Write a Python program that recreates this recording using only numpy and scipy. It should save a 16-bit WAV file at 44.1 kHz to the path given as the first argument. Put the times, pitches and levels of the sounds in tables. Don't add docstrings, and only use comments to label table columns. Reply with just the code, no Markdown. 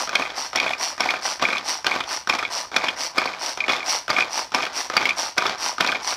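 import sys
import numpy as np
from scipy import signal
from scipy.fft import rfft, irfft
from scipy.io import wavfile
from scipy.ndimage import uniform_filter1d

SR = 44100
rng = np.random.default_rng(int(sys.argv[2]) if len(sys.argv) > 2 else 0)


def ratio_of_db(decibels):
    return 10 ** (np.asarray(decibels, float) / 20)


def bounce(signal):
    frames = np.transpose(np.atleast_2d(signal))
    limited = np.clip(frames, -1, 1)
    pcm = np.round(limited * 32767).astype(np.int16)
    wavfile.write(sys.argv[1], SR, pcm)


N = 271656


def rms_one(x):
    return x / np.sqrt(np.mean(x ** 2) + 1e-20)


def drift(rate_hz):
    r = np.exp(-2 * np.pi * rate_hz / SR)
    noise = rng.standard_normal(N + SR)
    return rms_one(signal.lfilter([1], [1, -2 * r, r * r], noise)[SR:])


def resonate(x, hz, width):
    r = np.exp(-np.pi * width / SR)
    zeros = np.array([1, 0, -1]) * (1 - r * r) / 2
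    poles = [1, -2 * r * np.cos(2 * np.pi * hz / SR), r * r]
    return signal.lfilter(zeros, poles, x)


def body(x, modes):
    return sum((-1) ** k * ratio_of_db(db) * resonate(x, hz, width) for k, (hz, width, db) in enumerate(modes))


def colour(x, spectrum, size=4096):
    hz, db = np.transpose(spectrum)
    grid = np.arange(1, size // 2 + 2) * SR / size
    cepstrum = irfft(np.log(ratio_of_db(np.interp(np.log(grid), np.log(hz), db))))
    cepstrum[1:size // 2] *= 2
    cepstrum[size // 2 + 1:] = 0
    response = irfft(np.exp(rfft(cepstrum)))
    return signal.fftconvolve(x, response / np.linalg.norm(response))[:N]


def along(tables, column):
    t = np.arange(N) / SR
    gain = np.zeros(N)
    for rows in tables:
        rows = np.array(rows)
        gain += ratio_of_db(np.interp(t, rows[:, 0], rows[:, column], left=-99, right=-99))
    return uniform_filter1d(gain, size=88)


# (start [s], spin-up [s], steady [s], ratchet at full speed [dB], as the hand lets up [dB])
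RETURNS = [(-0.05, 0.054, 0.035, -28.5, -32.5), (0.351, 0.032, 0.074, -31.5, -34.5),
           (0.780, .044, 0.076, -27.5, -33.5), (1.212, 0.041, 0.062, -30, -30.5),
           (1.640, 0.048, 0.054, -27.5, -31.5), (2.069, 0.049, 0.042, -29, -31.5),
           (2.500, 0.027, 0.07, -32, -30.5), (2.960, .05, 0.043, -30, -31.5),
           (3.390, 0.035, 0.073, -32, -30.5), (3.840, 0.058, 0.053, -26, -27.5),
           (4.295, .035, .066, -33, -29.5), (4.729, 0.046, 0.077, -28, -36),
           (5.160, 0.027, 0.089, -28, -34), (5.581, 0.036, 0.07, -30.5, -29.5),
           (6.020, 0.072, 0.029, -28, -30.5)]
# (time [s], peak level [dB])
SNAPS = [(0.074, -17.5), (0.531, -18), (0.979, -20.5), (1.396, -22), (1.845, -14.5), (2.273, -12.5),
         (2.716, -24), (3.146, -35), (3.574, -15), (4.080, -15.5), (4.519, -20.5), (4.899, -13),
         (5.366, -40), (5.782, -17)]


def reeling():
    ratchet_start_db, ratchet_coast = -42, 200
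    spool_start_db, spool_db, spool_coast = -40, -4.0, 191
    stops = [snap[0] for snap in SNAPS] + [N / SR]
    tables = []
    for (start, spin, steady, full_db, late_db), stop in zip(RETURNS, stops):
        let_up = start + spin + steady
        coast_s = stop - let_up
        tables.append([(start, ratchet_start_db, spool_start_db),
                       (start + spin, full_db, full_db + spool_db),
                       (let_up, late_db, late_db + spool_db),
                       (stop, late_db - ratchet_coast * coast_s, late_db + spool_db - spool_coast * coast_s)])
    return tables


# (frequency [Hz], level [dB per Hz])
REEL_SPECTRUM = [(1180, -39), (2000, -9), (2740, -12), (4010, -11), (5680, 0), (6640, -19), (9010, -21),
                 (12400, -32), (13900, -30), (16000, -43)]
# (frequency [Hz], level [dB per Hz])
SPOOL_SPECTRUM = [(59, -42), (100, -47.5), (308, -13), (427, -15), (733, -4), (934, -2), (3000, -19.5),
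                  (3900, -43), (6600, -120)]
# (frequency [Hz], width [Hz], level [dB])
PAWL_MODES = [(4400, 75, 1.5), (5160, 130, 7), (5595, 105, 7), (8960, 1300, -56)]
# (frequency [Hz], width [Hz], level [dB])
SHELL_MODES = [(318, 96, -5.5), (542, 316, -3), (754, 34, 0), (1180, 54, 8.5), (1500, 63, -2)]


def ratchet():
    teeth_per_s = 175
    tables = reeling()
    level = along(tables, column=1)
    speed = np.clip(level / ratio_of_db(-28), 0, 1) ** .3
    teeth = np.cumsum(teeth_per_s * speed * ratio_of_db(1.5 * drift(40)) / SR)
    tooth_db = 2.5 * rng.standard_normal(N // 50)[teeth.astype(int)]
    skip = .14 + speed * ratio_of_db(tooth_db) * np.exp(-4 * (teeth % 1))
    scrape = skip * rng.standard_normal(N)
    cord = scrape + .24 * rng.standard_normal(N)
    bright = rms_one(colour(cord, REEL_SPECTRUM) + 1.7 * body(scrape, PAWL_MODES))
    wobble = rng.standard_normal(N) * ratio_of_db(3.85 * drift(145)) * (2.5 + skip)
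    dull = rms_one(colour(wobble, SPOOL_SPECTRUM) + 0.19 * body(wobble, SHELL_MODES))
    return ratio_of_db(1.08) * level * bright + ratio_of_db(3.5) * along(tables, column=2) * dull


# (frequency [Hz], level [dB per Hz])
AIR_SPECTRUM = [(25, -14), (60, 9.5), (200, -1.5), (1200, -15), (5500, -14), (8000, -42), (16000, -43)]


def room_air():
    return ratio_of_db(-59) * colour(rng.standard_normal(N), AIR_SPECTRUM)


# (time [s], shell level [dB], shell pitch [Hz], bowl level [dB], gears level [dB])
BITES = [(0.152, -11.5, 1400, -2.5, -6), (0.557, -9.5, 1140, -23, -6), (1.004, -10.5, 830, -12.5, -8.5),
         (1.423, -8.5, 774, -29, -11.5), (1.865, -7, 1500, -22, -6.5), (2.295, -6.5, 1010, -5.5, -10),
         (2.762, -7, 1340, -8.5, -5), (3.180, -6.5, 1400, -8, -8), (3.698, -9, 1350, -11, -18),
         (4.101, -5.5, 1400, -22, -10.5), (4.545, -7, 878, -16, -5), (4.966, -5, 1360, -13, -3),
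         (5.379, -6, 1420, -9, -5.5), (5.806, -5.5, 1256, -12.5, -4.5)]
# (stir before the bite [s], stir knock [dB], fastest after the bite [s], rumble then [dB])
PULLS = [(.022, -19, 0.076, -30.5), (.005, -22, 0.14, -31), (0.0065, -26, 0.13, -30),
         (.008, -24, 0.11, -29), (0.0045, -28, 0.079, -29.5), (0.0041, -28, 0.064, -27.5),
         (.020, -20, 0.12, -31.5), (0.0094, -22.5, 0.051, -30.5), (.016, -13, 0.035, -27),
         (.009, -23, 0.11, -27), (0.0045, -24, 0.056, -27), (0.03, -19.5, 0.12, -30),
         (0.0054, -24, 0.12, -29), (.005, -28, 0.087, -30)]


def pulling():
    slack_db, rub_fade_db = -37, 0.5
    stir_db, spent_db = -29.5, -40
    tables = []
    for snap, bite, pull, back in zip(SNAPS, BITES, PULLS, RETURNS[1:]):
        early, _, later, fastest_db = pull
        stir = bite[0] - early
        tables.append([(snap[0], slack_db), (stir, slack_db - rub_fade_db)])
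        tables.append([(stir, stir_db), (bite[0] + later, fastest_db), (back[0], spent_db)])
    return tables


def grains(per_s, spread_db):
    sizes = ratio_of_db(spread_db * np.minimum(rng.exponential(1, N), 4)) * rng.choice([-1, 1], N)
    return rms_one(sizes * (rng.random(N) < per_s / SR))


def chatter_on_part():
    return (grains(1500, 4.1) + 0.57 * rng.standard_normal(N)) * ratio_of_db(2.6 * drift(82))


# (frequency [Hz], level [dB per Hz])
RUMBLE_SPECTRUM = [(18, -56), (30, -28), (426, -6), (760, 0.5), (1910, -5), (2480, -5), (2750, -11),
                   (5450, -11.5), (14000, -59), (16000, -49)]
# (frequency [Hz], width [Hz], level [dB])
BOWL_MODES = [(2216, 101, -2), (2462, 142, 1), (3350, 204, -13)]


def rotor():
    shell, bowl, gears = [chatter_on_part() for part in range(3)]
    sound = colour(gears + 0.55 * shell, RUMBLE_SPECTRUM)
    sound = sound + 3 * body(shell, SHELL_MODES) + 0.69 * resonate(gears, 3060, 590)
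    sound = sound + 1.6 * body(bowl, BOWL_MODES) + .8 * resonate(bowl, 2350, 600)
    return ratio_of_db(2.5) * along(pulling(), column=1) * rms_one(sound)


def cord_snaps():
    thuds = [(s, db, 1240) for s, db in SNAPS]
    clacks = [(s, db - 31) for s, db in SNAPS]
    ticks = [(s, db - 6.5, 5440) for s, db in SNAPS]
    return thuds, clacks, ticks


# (time [s], shell level [dB], shell pitch [Hz], bowl level [dB])
TURNS = [(0.092, -15, 1600, -24), (0.196, -10.5, 685, -22), (0.220, -13, 1180, -16),
         (0.662, -12.5, 1070, -19), (0.706, -13, 1120, -16), (1.059, -13, 756, -17),
         (1.101, -16, 1520, -15), (1.138, -13, 1130, -18.5), (1.438, -14.5, 1050, -32),
         (1.487, -13, 1420, -26), (1.527, -15.5, 1380, -12.5), (1.912, -13.5, 1100, -9.5),
         (1.960, -14.5, 670, -24), (2.004, -14, 1190, -12.5), (2.386, -15.5, 1170, -19),
         (2.427, -12, 1330, -27), (2.840, -10, 564, -14), (2.884, -11.5, 1275, -7.5),
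         (3.217, -12, 1230, -33), (3.256, -10.5, 1030, -28), (3.730, -16, 730, -10),
         (4.184, -9.5, 1310, -9), (4.665, -14, 1180, -23), (5.013, -13, 900, -14), (5.422, -13, 1300, -28),
         (5.454, -12, 1280, -24), (5.823, -17, 830, -19), (5.846, -9.5, 1180, -16),
         (5.887, -15, 1070, -9.5), (5.924, -13, 1340, -22.5)]


def rotor_turns():
    thuds = [(s, db, hz) for s, db, hz, _ in TURNS]
    clacks = [(s + .003, bowl_db) for s, *_, bowl_db in TURNS]
    return thuds, clacks, []


# (time [s], peak level [dB], pitch [Hz])
TICKS = [(0.093, -15.5, 5300), (0.600, -12.5, 3350), (0.692, -17, 3500), (0.735, -22, 3590),
         (1.106, -10, 3350), (1.453, -19, 3450), (1.503, -21, 3360), (1.530, -21, 4000),
         (1.581, -14.5, 3400), (1.961, -18, 4840), (2.038, -22, 3370), (2.350, -20.5, 5400),
         (2.388, -16, 5300), (2.841, -18, 4700), (2.884, -14.5, 3190), (3.259, -19.5, 4400),
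         (3.605, -19.5, 3480), (3.720, -14.5, 4040), (3.734, -18, 3300), (3.764, -16, 3400),
         (4.199, -17, 3280), (4.623, -17.5, 5260), (4.652, -16.5, 3350), (5.055, -10.5, 3320),
         (5.092, -11.5, 3320), (5.465, -9.5, 3400), (5.495, -15, 3390), (5.863, -15, 3550),
         (5.874, -13.5, 4150), (5.918, -14, 3430)]


def gear_ticks():
    return [], [], TICKS


def rotor_stirs():
    stirs = [(bite[0] - pull[0], pull[1]) for bite, pull in zip(BITES, PULLS)]
    return [(s, db, 1050) for s, db in stirs], [(s, db - 2) for s, db in stirs], []


BITE_GEARS = [3400, 5700, 5400, 3470, 3480, 5800, 3500, 4950, 3320, 4700, 5300, 4620, 5170, 3580]


def clutch_bites():
    thuds = [(s, db, hz) for s, db, hz, *_ in BITES]
    rebounds = [(s + .008, db - 9.5, 730) for s, db, *_ in BITES]
    clacks = [(s + .003, bowl_db) for s, *_, bowl_db, _ in BITES]
    ticks = [(s + .0015, gears_db, hz) for (s, *_, gears_db), hz in zip(BITES, BITE_GEARS)]
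    return thuds + rebounds, clacks, ticks


# (time [s], peak level [dB])
CLACKS = [(0.572, -11), (0.587, -13), (0.599, -6), (0.629, -14), (0.679, -12.5), (0.733, -13), (1.033, -16),
          (1.089, -9), (1.451, -6), (1.503, -15), (1.551, -15), (1.569, -12), (2.325, -14), (2.450, -11.5),
          (2.864, -19), (3.274, -15), (3.604, -9), (3.639, -12), (3.681, -11), (3.692, -8), (4.113, -14),
          (4.164, -8), (4.206, -6.5), (4.223, -10), (4.629, -15), (4.977, -5.5), (5.054, -6), (5.090, -8),
          (5.106, -10), (5.950, -13)]


def hub_clacks():
    count, span_s = 5, 0.16
    loudest_db, fade_db, spread_db = -19, 1.5, -1
    chatter = []
    for bite, row in zip(BITES, rng.random((len(BITES), count, 2))):
        for when, size in row:
            chatter.append((bite[0] + span_s * when, loudest_db - fade_db * when + spread_db * (2 * size - 1)))
    return [], CLACKS + chatter, []


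def hits(events, contact_s, sound, size=1800):
    out = np.zeros(N + size)
    t = np.arange(size) / SR
    for (s, peak_db, *pitch), rough in zip(events, rng.standard_normal((len(events), size))):
        u = t / (contact_s * (1 + 0.5 * ratio_of_db(peak_db)))
        ring = sound(rough * u ** .25 * np.exp(-u), *pitch)
        out[round(s * SR):][:size] += ratio_of_db(peak_db) * ring / np.abs(ring).max()
    return out[:N]


def shell_ring(x, hz):
    return resonate(x, hz, 380) + .5 * body(x, SHELL_MODES)


def bowl_ring(x):
    return body(x, BOWL_MODES) + 0.56 * resonate(x, rng.uniform(2300, 2487), 187)


def gear_ring(x, hz):
    return resonate(x, hz, 310) + 0.2 * body(x, PAWL_MODES)


def hand_ring(x):
    return resonate(x, 233, 285) + 0.13 * resonate(x, 46, 60)


def bare(x, hz):
    return x


# (frequency [Hz], level [dB per Hz])
CRACK_SPECTRUM = [(300, -16), (1500, 0), (5800, -4), (6800, -18), (9500, -21), (12500, -26), (16000, -29)]


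def knocks():
    causes = [cord_snaps(), rotor_turns(), gear_ticks(), rotor_stirs(), clutch_bites(), hub_clacks()]
    on_shell, on_bowl, on_gears = [sum(lists, []) for lists in zip(*causes)]
    thuds = hits(on_shell, .0015, shell_ring)
    clacks = hits(on_bowl, 0.00087, bowl_ring)
    ticks = hits(on_gears, 0.0019, gear_ring)
    crack = colour(hits(on_gears, 0.0013, bare) + 0.42 * hits(on_shell, 0.00069, bare), CRACK_SPECTRUM)
    jolts = [(s, 1.09 * db) for s, db, hz in on_shell]
    push = hits(jolts, 0.0039, hand_ring)
    soften = signal.butter(4, 6170, fs=SR, output="sos")
    plastic = signal.sosfilt(soften, thuds + clacks + ratio_of_db(-2.0) * ticks)
    return plastic + ratio_of_db(-0.5) * crack + ratio_of_db(-14.5) * push


def room(x):
    t60_s, level_db = .09, -11
    t = np.arange(SR // 4) / SR
    tail = rng.standard_normal(len(t)) * ratio_of_db(-60 * t / t60_s) * (t > .003)
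    return ratio_of_db(level_db) * signal.fftconvolve(x, tail / np.linalg.norm(tail))[:N]


def scene():
    chopper = ratchet() + rotor() + knocks()
    return (chopper + room(chopper) + room_air())[None]


def low_pass(x):
    return signal.sosfilt(signal.butter(12, 16210, fs=SR, output="sos"), x)


def record(dry):
    thin = signal.sosfilt(signal.butter(2, 48, "high", fs=SR, output="sos"), dry)
    limited = .9 * np.tanh(thin / .9)
    mix = signal.sosfilt(signal.cheby2(12, 60, 16350, fs=SR, output="sos"), limited)
    return low_pass(mix)


dry = scene()
out = record(dry)
bounce(out)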